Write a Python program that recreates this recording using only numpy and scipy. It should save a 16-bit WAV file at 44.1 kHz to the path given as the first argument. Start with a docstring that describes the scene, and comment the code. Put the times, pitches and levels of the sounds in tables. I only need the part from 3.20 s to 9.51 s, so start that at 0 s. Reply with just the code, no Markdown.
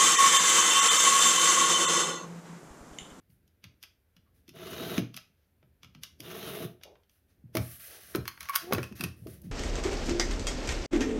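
"""A utility knife cuts twice through paper on a mat, along a steel ruler, heard close up.
Fibres snap under the blade as rasp and hiss; the blade ticks on the ruler and drops onto the desk.
The knife is put down and a hand sweeps the offcuts away. Plastic and metal things clatter, scrape
and groan at the desk edge; knocks send bending waves through the desk top. The room is small."""
import sys
import numpy as np
from scipy import signal
from scipy.fft import rfft, irfft
from scipy.io import wavfile
from scipy.ndimage import map_coordinates

SR = 44100
rng = np.random.default_rng(int(sys.argv[2]) if len(sys.argv) > 2 else 0)


def to_wav(s):
    """Save 16-bit WAV."""
    ch = np.atleast_2d(s).T  # columns
    pcm = np.round(np.clip(ch, -1, 1) * 32767)  # PCM
    wavfile.write(sys.argv[1], SR, pcm.astype(np.int16))


N = 278395


def cutting(rasp_db=0.5, blade_db=-3, hiss_db=-8, whistle_db=-16, drone_db=-0.5):
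    """Fibres snap in bunches and ring the blade; drag shakes the desk. All grow with blade speed."""
    # (start [s], end [s], attack [s], release [s], level [dB], relative hiss [dB])
    strokes = [(1.327, 1.792, 0.17, .012, -41.5, -2.5), (3.009, 3.43, .07, 0.033, -45, 1)]
    # blade pressed into the mat: (resonance [Hz], width [Hz], gain [dB])
    blade_peaks = [(1210, 200, -6.5), (1444, 69, -2.5), (2914, 160, 3), (3620, 240, 3), (6500, 340, -19)]
    # spectra of the cut: (frequency [Hz], gain [dB])
    rasp_spectrum = [(470, -32.5), (800, -0.5), (928, -7.5), (1160, 0), (1260, 0.5), (1430, 0),
                     (1780, -4.5), (2090, -4.5), (2400, -5), (2920, -3.5), (3740, -5), (4510, -13.5),
                     (6440, -9.5), (7780, -30.5), (8500, -33), (11000, -55.5), (18700, -120)]
    hiss_spectrum = [(4710, -53.5), (8000, -17.5), (8730, -10), (11300, -2.5), (15200, -3.5), (15900, -6.5),
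                     (16300, -10), (16500, -44)]
    drone_spectrum = [(50, -27), (90, -8), (125, -8.5), (161, 1), (215, -9), (270, -5), (310, -11.5),
                      (355, 0.5), (430, -1.5), (560, -15.5), (665, -5.5), (780, -22.5), (950, -28),
                      (1300, -49)]
    snaps = grains(per_s=16000, spread_db=-0.7) * flutter(per_s=410, depth_db=3)
    blade = resonate(grains(per_s=5000, spread_db=1.1), blade_peaks, sway_db=3)
    blade = drift(band(blade, 1000, 7000), per_s=12, depth_db=.4)  # pressure bends the resonances
    whistle = drift(band(snaps, 10900, 11700, order=2), per_s=14, depth_db=.25)
    whistle *= flutter(per_s=40, depth_db=2.5)
    rasp = undb(rasp_db) * colour(snaps, rasp_spectrum) + undb(blade_db) * blade
    fibres = grains(per_s=44000, spread_db=1.5) * flutter(per_s=390, depth_db=2.2)
    hiss = undb(hiss_db) * colour(fibres, hiss_spectrum) + undb(whistle_db) * whistle
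    drone = undb(drone_db) * colour(grains(per_s=5500, spread_db=1.5), drone_spectrum)
    # rasp turns to hiss as the knife nears the body
    rasp_db_per_s, hiss_db_per_s, drone_db_per_s = -9.5, 5.5, 9.5
    out = np.zeros(N)
    for start_s, end_s, attack_s, release_s, db, crisp_db in strokes:
        speed = gesture(start_s, end_s - start_s, attack_s, release_s) * flutter(per_s=51, depth_db=1.14)
        drawn_s = np.clip(np.arange(N) / SR, start_s, end_s) - start_s
        out += undb(db) * (rasp * speed ** 1.22 * undb(rasp_db_per_s * drawn_s)
                           + hiss * speed * undb(crisp_db + hiss_db_per_s * drawn_s)
                           + drone * speed ** 0.74 * undb(drone_db_per_s * drawn_s))
    return out


def knife_ticks():
    """Blade and knife body touch the ruler or desk and ring faintly."""
    # (time [s], level [dB], tilt [dB/octave])
    hits = [(0.101, -82, 0), (0.277, -78, 3.5), (0.44, -55, -2), (0.6275, -55.5, 3), (0.635, -53.5, -1),
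            (0.965, -68, -2), (1.279, -65.5, 0.5), (1.291, -58.5, 1.5), (1.7785, -40.5, -4),
            (1.942, -54, -1), (1.965, -50, 4), (1.973, -49.5, -3), (2.427, -81, -11.5), (2.631, -58.5, -3),
            (2.645, -61.5, -4), (2.7485, -62.5, -4.5), (2.834, -45.5, 1.5), (3.003, -50.5, 3),
            (3.612, -73.5, -9), (3.634, -52.5, 0), (3.754, -77, -10.5), (3.833, -80, -4), (3.895, -73.5, 2)]
    # (frequency [Hz], level [dB], t60 [s])
    knife_modes = [(1367, -9, .04), (1850, -8, .05), (2169, -5, .06), (2620, -2, .04), (2945, -1, .045),
                   (3300, -5, .035), (3881, -6, .035), (4845, -6, .03), (5600, -6, .03), (6300, -7, .03)]
    # radiating bands: (low [Hz], high [Hz], gain [dB])
    knife_bands = [(330, 950, -18.5), (1163, 2250, -5.5), (2290, 3600, 2.5), (4540, 6280, 0),
                   (9480, 14300, -3)]
    return clicks(hits, knife_modes, knife_bands,
                  contact_s=0.0039, chatter_s=0.0091, chatter_db=-4.5, ring_db=-36.5, detune=0.06)


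def desk_knocks(ring_db=-36, shudder_db=-24, shudder_s=0.026):
    """Low bending waves travel slower, so a knock falls in pitch before the desk rings out."""
    # (time [s], level [dB], lowest frequency at that spot [Hz], contact cut-off [Hz])
    blows = [(0.095, -63, 84.7, 201), (0.437, -55.5, 78, 199), (0.964, -65.5, 123, 235),
             (1.283, -56.5, 132, 340), (1.605, -40.5, 167.7, 435), (1.78, -27, 116.7, 320),
             (1.865, -56, 130.6, 250), (1.945, -55.5, 117.7, 280), (2.429, -65.5, 96.8, 218),
             (2.631, -59, 90.6, 210), (2.752, -54, 126.7, 232), (3.000, -51.5, 107.8, 457),
             (3.403, -45, 127.3, 332), (3.436, -40.5, 125, 232), (4.238, -49.5, 87.4, 199.3),
             (4.351, -31.5, 88.56, 624), (4.37, -33.5, 76.2, 276), (4.949, -31, 73.86, 442),
             (5.524, -28.5, 86.5, 611), (5.58, -35, 89.8, 481), (5.713, -45, 86, 343),
             (5.800, -41, 82.5, 263), (5.829, -35.5, 83.9, 328), (6.016, -46.5, 79.7, 170),
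             (6.062, -44, 85.6, 460), (6.239, -46.5, 86, 260), (6.267, -42.5, 81.2, 226)]
    # (frequency [Hz], level [dB], t60 [s])
    desk_modes = [(68, -5, .28), (85, -1, .28), (120, 2, .3), (159, 0, .24), (188, -5, .2), (247, 0, .18),
                  (345, 0, .18), (410, -5, .14), (510, -9, .12), (655, -7, .14), (740, -9, .14)]
    out, t = np.zeros(N), np.arange(SR // 2) / SR
    hz = np.fft.rfftfreq(2 * len(t), 1 / SR)
    for at_s, db, lowest_hz, contact_hz in blows:
        board = undb(ring_db) * ring(desk_modes, t, scatter_db=0.5) / 4
        board += undb(shudder_db) * np.exp(-t / shudder_s) * rng.standard_normal(len(t))
        board[0] += 1  # the impact
        lag_cycles = 3.2 * (84.98 / lowest_hz) ** 1.8  # stiffer spots lag less
        lag_s = lag_cycles * np.maximum(1 / np.maximum(hz, lowest_hz) - 1 / contact_hz, 0)
        dispersion = np.exp(-2j * np.pi * np.cumsum(lag_s) * hz[1])
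        wave = irfft(rfft(board, 2 * len(t)) * dispersion)[:len(t)]
        wave = band(wave, lowest_hz, max(contact_hz, lowest_hz + 20))
        add(out, at_s, undb(db) * wave / np.std(wave[:SR // 25]))
    return out


def plastic_clatter():
    """The knife handle is set down; hard plastic things clack at the desk edge."""
    # (time [s], level [dB], tilt [dB/octave])
    hits = [(4.352, -42.5, 1.5), (4.369, -36.5, 0), (4.9487, -42, -4), (4.957, -46, 4), (5.054, -53, -3),
            (5.078, -39.5, 0), (5.175, -62, -5.5), (5.206, -47.5, 1), (5.229, -52, 1), (5.255, -56, -1),
            (5.287, -47, -2.5), (5.295, -54.5, 9), (5.334, -52, -3), (5.343, -50, -1), (5.354, -39.5, 6),
            (5.3585, -29.5, 2), (5.524, -37, -5), (5.533, -38, 3.5), (5.582, -47, -5.5), (6.069, -60, 0.5),
            (6.217, -73.5, 9)]
    # (frequency [Hz], level [dB], t60 [s])
    plastic_modes = [(1138, 1.5, 0.05), (1400, 1.5, 0.047), (1850, -21, 0.045), (2183, 10, 0.024),
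                     (4180, 12, 0.049), (5040, 1, 0.029)]
    # radiating bands: (low [Hz], high [Hz], gain [dB])
    plastic_bands = [(367, 1020, -21), (970, 2010, 1.5), (2450, 3610, -2), (4650, 6400, -2.5),
                     (9600, 15700, 0.5)]
    return clicks(hits, plastic_modes, plastic_bands,
                  contact_s=0.0037, chatter_s=0.0088, chatter_db=-2.5, ring_db=-17, detune=0.044)


def metal_rattle():
    """A loose metal part rattles: short contacts, longer ring."""
    # (time [s], level [dB], tilt [dB/octave])
    hits = [(5.548, -45, -4), (5.63, -47.5, -3), (5.64, -52, -2.5), (5.724, -62.5, -3), (5.795, -56, -2.5),
            (5.8085, -41, -1), (5.838, -39.5, 0), (5.883, -73, 1)]
    # (frequency [Hz], level [dB], t60 [s])
    metal_modes = [(1065, -6, 0.082), (1760, -26, 0.23), (2560, 3, 0.07), (2536, 4, 0.067),
                   (2647, 12.5, 0.047), (3100, -22, 0.1), (4560, -25, .1)]
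    # radiating bands: (low [Hz], high [Hz], gain [dB])
    metal_bands = [(340, 910, -12.5), (1030, 1890, -2), (2330, 3430, 4), (4170, 6140, -1.5),
                   (8800, 14200, 1.5)]
    return clicks(hits, metal_modes, metal_bands,
                  contact_s=0.0017, chatter_s=0.0069, chatter_db=-3.5, ring_db=-17, detune=0.01)


def sweeping(attack_s=0.0064, release_s=0.04):
    """Paper and skin slide over the grain of the mat; the hiss wavers with uneven hand speed."""
    # paper nudged, then offcuts swept: (start [s], length [s], rustle [dB], hiss [dB])
    swipes = [(0.09, 0.034, -83.5, -73.5), (1.14, 0.042, -80.5, -76), (2.17, 0.08, -85, -97.5),
              (3.9, 0.073, -82, -76.5), (4.08, 0.036, -79.5, -81), (4.39, 0.12, -60, -52.5),
              (4.5, 0.058, -60.5, -50), (4.59, 0.085, -56.5, -50), (4.69, 0.078, -55.5, -53.5),
              (4.8, 0.13, -59.5, -56.5), (5.0, 0.2, -80, -67), (5.2, 0.063, -55, -63),
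              (5.32, 0.1, -50, -55), (5.46, 0.21, -60.5, -64), (5.75, 0.098, -56, -57),
              (5.96, 0.1, -76, -69.5), (6.07, 0.075, -65, -59.5), (6.23, 0.025, -67.5, -65.5)]
    # hand on the mat: (start [s], length [s], level [dB])
    rubs = [(3.645, 0.055, -55.5), (4.67, 0.12, -61.5), (4.88, 0.071, -65.5)]
    # friction spectra: (frequency [Hz], gain [dB])
    hiss_spectrum = [(4880, -23), (8300, -14), (8970, -6.5), (9980, -5.5), (11400, -1.5), (15200, -8.5),
                     (16300, -5), (16500, -55)]
    rustle_spectrum = [(410, -16), (700, -3), (981, -31), (1120, -5), (1300, -3), (1640, 0.5), (2210, -3.5),
                       (2920, -3.5), (3670, -5.5), (6210, -5), (7500, -18.5), (9750, -71), (16500, -120)]
    skin_spectrum = [(200, -33), (400, -5), (620, -7.5), (780, -11.5), (1100, -25.5), (2000, -60)]
    fibres = grains(per_s=16000, spread_db=2)
    hiss = drift(colour(fibres, hiss_spectrum), per_s=12, depth_db=.2)
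    hiss *= gestures(swipes, attack_s, release_s, column=3)
    rustle = colour(fibres, rustle_spectrum) * gestures(swipes, attack_s, release_s)
    skin = colour(rng.standard_normal(N), skin_spectrum) * gestures(rubs, attack_s, release_s)
    return rustle + hiss + skin


def scraping(gain_db=-3):
    """Quick slips excite a hollow plastic part."""
    # (start [s], length [s], relative level [dB])
    scrapes = [(1.06, 0.02, -71), (5.078, 0.01, -52), (5.21, 0.086, -60), (5.29, 0.0075, -29),
               (5.333, 0.026, -30.5)]
    # (resonance [Hz], width [Hz], gain [dB])
    hollow_peaks = [(1119, 44, 4), (1350, 70, -18), (1610, 240, -23), (2080, 68, -17), (4200, 170, -33)]
    slips = grains(per_s=4000, spread_db=.5)
    hollow = unit(band(resonate(slips, hollow_peaks, sway_db=1), 1130, 5000))
    return undb(gain_db) * hollow * gestures(scrapes, attack_s=0.0035, release_s=0.011)


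def groan(second_db=-8, third_db=-27, jitter_db=0.06):
    """Something slides to its stop in regular stick-slip: nearly a pure tone with its octave."""
    # (time [s], slip rate [Hz], level [dB])
    slide = [(5.42, 314.5, -57), (5.441, 332.5, -44.5), (5.468, 355.6, -46.5), (5.501, 365, -41),
             (5.521, 412, -38), (5.535, 380, -68)]
    at_s, hz, _ = np.transpose(slide)
    slip_hz = np.interp(np.arange(N) / SR, at_s, hz) * flutter(per_s=290, depth_db=jitter_db)
    phase = 2 * np.pi * np.cumsum(slip_hz) / SR
    tone = np.sin(phase) + undb(second_db) * np.sin(2 * phase) + undb(third_db) * np.sin(3 * phase)
    return unit(tone * flutter(per_s=420, depth_db=5.5)) * swell(slide, column=2)


def leaning():
    """Arms lean and shift on the desk: a low rumble."""
    # (time [s], level [dB])
    rumble_levels = [(0, -73), (0.55, -70), (0.85, -81), (1.1, -69.5), (2.35, -75), (3.4, -59.5),
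                     (3.95, -78.5), (4.45, -61), (4.7, -69), (5.3, -64), (6.31, -52)]
    # (frequency [Hz], gain [dB])
    rumble_spectrum = [(30, -24.5), (75, 5), (110, -5), (180, -3), (300, -10), (600, -21.5), (1200, -45.5)]
    rumble = colour(rng.standard_normal(N), rumble_spectrum)
    return rumble * swell(rumble_levels) * flutter(per_s=21, depth_db=2.1)


def room(x, wet_db, t60_s=0.28, onset_s=0.0017, treble_db=-6):
    """Short diffuse tail of a small furnished room."""
    t = np.arange(SR // 2) / SR
    noise = rng.standard_normal(len(t)) * (1 - np.exp(-(t / onset_s) ** 2))
    tail = band(noise, 150, 6500) + undb(treble_db) * band(noise, 9500, 17000)
    tail *= undb(-60 * t / t60_s)
    return undb(wet_db) * signal.fftconvolve(x, tail / np.linalg.norm(tail))[:N]


def room_air(level_db=-73):
    """Steady, quiet noise of the room."""
    # (frequency [Hz], gain [dB])
    air_spectrum = [(15, -42), (25, -13.5), (58, 2), (87, 5.5), (135, -17), (313, -18.5), (358, -12.5),
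                    (1180, -26.5), (1550, -21), (7920, -37), (11600, -27.5), (14800, -27.5), (16500, -43)]
    return undb(level_db) * colour(rng.standard_normal(N), air_spectrum)


def clicks(hits, modes, bands, contact_s, chatter_s, chatter_db, ring_db, detune):
    """Hard contacts: a scuff as the parts meet, a crack, brief chatter and the part's ring."""
    scuff_s, scuff_db = 0.0077, -16
    firm_db, pivot_hz = -42.5, 4000
    out, lead = np.zeros(N), SR // 40
    t = np.arange(-lead, SR // 4) / SR
    after_s = np.maximum(t, 0)
    scuff = undb(scuff_db) * np.exp(-np.abs(t) / scuff_s)
    chatter = undb(chatter_db) * np.exp(-after_s / chatter_s)
    friction = np.where(t < 0, scuff, chatter)
    for at_s, db, tilt_db_per_octave in hits:
        touch_s = max(contact_s * undb(firm_db - db) ** 0.087, 1 / SR)  # harder blows are shorter
        crack = np.exp(-(np.pi * after_s / touch_s - 1) ** 2) * (t > 0)
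        hit = rng.standard_normal(len(t)) * (crack + friction)
        hit += undb(ring_db) * ring(modes, after_s, scatter_db=3.5, detune=detune)
        for lo_hz, hi_hz, band_db in bands:
            part = band(hit, lo_hz, hi_hz)
            octaves = np.log2(np.sqrt(lo_hz * hi_hz) / pivot_hz)
            gain = undb(db + band_db + tilt_db_per_octave * octaves)
            add(out, at_s - lead / SR, gain * part / np.std(part[lead:lead + SR // 100]))
    return out


def ring(modes, t, scatter_db, detune=0.):
    """Decaying modes; each blow weights them anew, and a change of grip shifts them."""
    chance = rng.standard_normal((len(modes), 3))
    return sum(np.sign(side) * undb(db + scatter_db * size - 60 * t / t60_s)
               * np.sin(2 * np.pi * hz * (1 + detune * grip) * t)
               for (hz, db, t60_s), (size, grip, side) in zip(modes, chance))


def resonate(x, peaks, sway_db):
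    """Resonances that take turns as the contact shifts."""
    return sum(undb(db) * band(x, hz - width_hz / 2, hz + width_hz / 2, order=1)
               * flutter(per_s=30, depth_db=sway_db) for hz, width_hz, db in peaks)


def grains(per_s, spread_db):
    """Tiny snaps of random time and size; rms 1."""
    size = undb(spread_db * np.minimum(rng.exponential(size=N), 4))
    return unit((rng.random(N) < per_s / SR) * size * rng.standard_normal(N))


def flutter(per_s, depth_db):
    """Randomly wandering gain."""
    knots = np.arange(N) / SR * per_s
    return undb(depth_db * np.interp(knots, np.arange(8192), rng.standard_normal(8192)))


def drift(x, per_s, depth_db):
    """All frequencies wander together by a few percent; rms 1."""
    position = np.cumsum(flutter(per_s, depth_db))
    return unit(map_coordinates(x, [position], order=3, mode="mirror"))


def gesture(start_s, length_s, attack_s, release_s):
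    """Speed of one movement, 0-1: gathers, holds, dies away."""
    t = np.maximum(np.arange(N) / SR - start_s, 0)
    return (1 - np.exp(-t / attack_s)) * np.exp(-np.clip((t - length_s) / release_s, 0, 20))


def gestures(rows, attack_s, release_s, column=2):
    """Power-summed gain of movements (start [s], length [s], level [dB], ...)."""
    gains = (undb(row[column]) * gesture(row[0], row[1], attack_s, release_s) for row in rows)
    return np.sqrt(sum(gain ** 2 for gain in gains))


def swell(rows, column=1):
    """Gain over time from a dB column; silent outside the curve."""
    rows = np.array(rows)
    return undb(np.interp(np.arange(N) / SR, rows[:, 0], rows[:, column], left=-200, right=-200))


def colour(x, points):
    """Filter by (frequency [Hz], gain [dB]) points; rms 1."""
    hz, db = np.transpose(points)
    bin_hz = np.maximum(np.fft.rfftfreq(len(x), 1 / SR), 1)
    gain = undb(np.interp(np.log(bin_hz), np.log(hz), db, left=-90, right=-90))
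    return unit(irfft(rfft(x) * gain, len(x)))


def band(x, lo_hz, hi_hz, order=3):
    """Causal band-pass."""
    sos = signal.butter(order, [lo_hz, min(hi_hz, .45 * SR)], "band", fs=SR, output="sos")
    return signal.sosfilt(sos, x)


def add(out, at_s, x):
    """Mix x into out."""
    i = int(at_s * SR)
    out[i:i + len(x)] += x[:N - i]


def undb(db):
    """Decibels to gain."""
    return 10 ** (np.asarray(db) / 20)


def unit(x):
    """Scale to rms 1."""
    return x / np.sqrt(np.mean(x ** 2))


def scene():
    """Work on the desk, its echo and the room air; mono."""
    knife = knife_ticks()
    handled = plastic_clatter() + metal_rattle() + scraping() + groan()
    friction = cutting() + sweeping()
    knocks = desk_knocks()
    echo = (room(knife, wet_db=-9.5) + room(handled, wet_db=-11.5)
            + room(friction, wet_db=-10.5) + room(knocks, wet_db=-12))
    return (knife + handled + friction + knocks + echo + leaning() + room_air())[None]


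def record(dry):
    """Steep low-pass at 16 kHz."""
    return signal.sosfilt(signal.ellip(10, .2, 70, 16000, fs=SR, output="sos"), dry)


dry = scene()
out = record(dry)
to_wav(out)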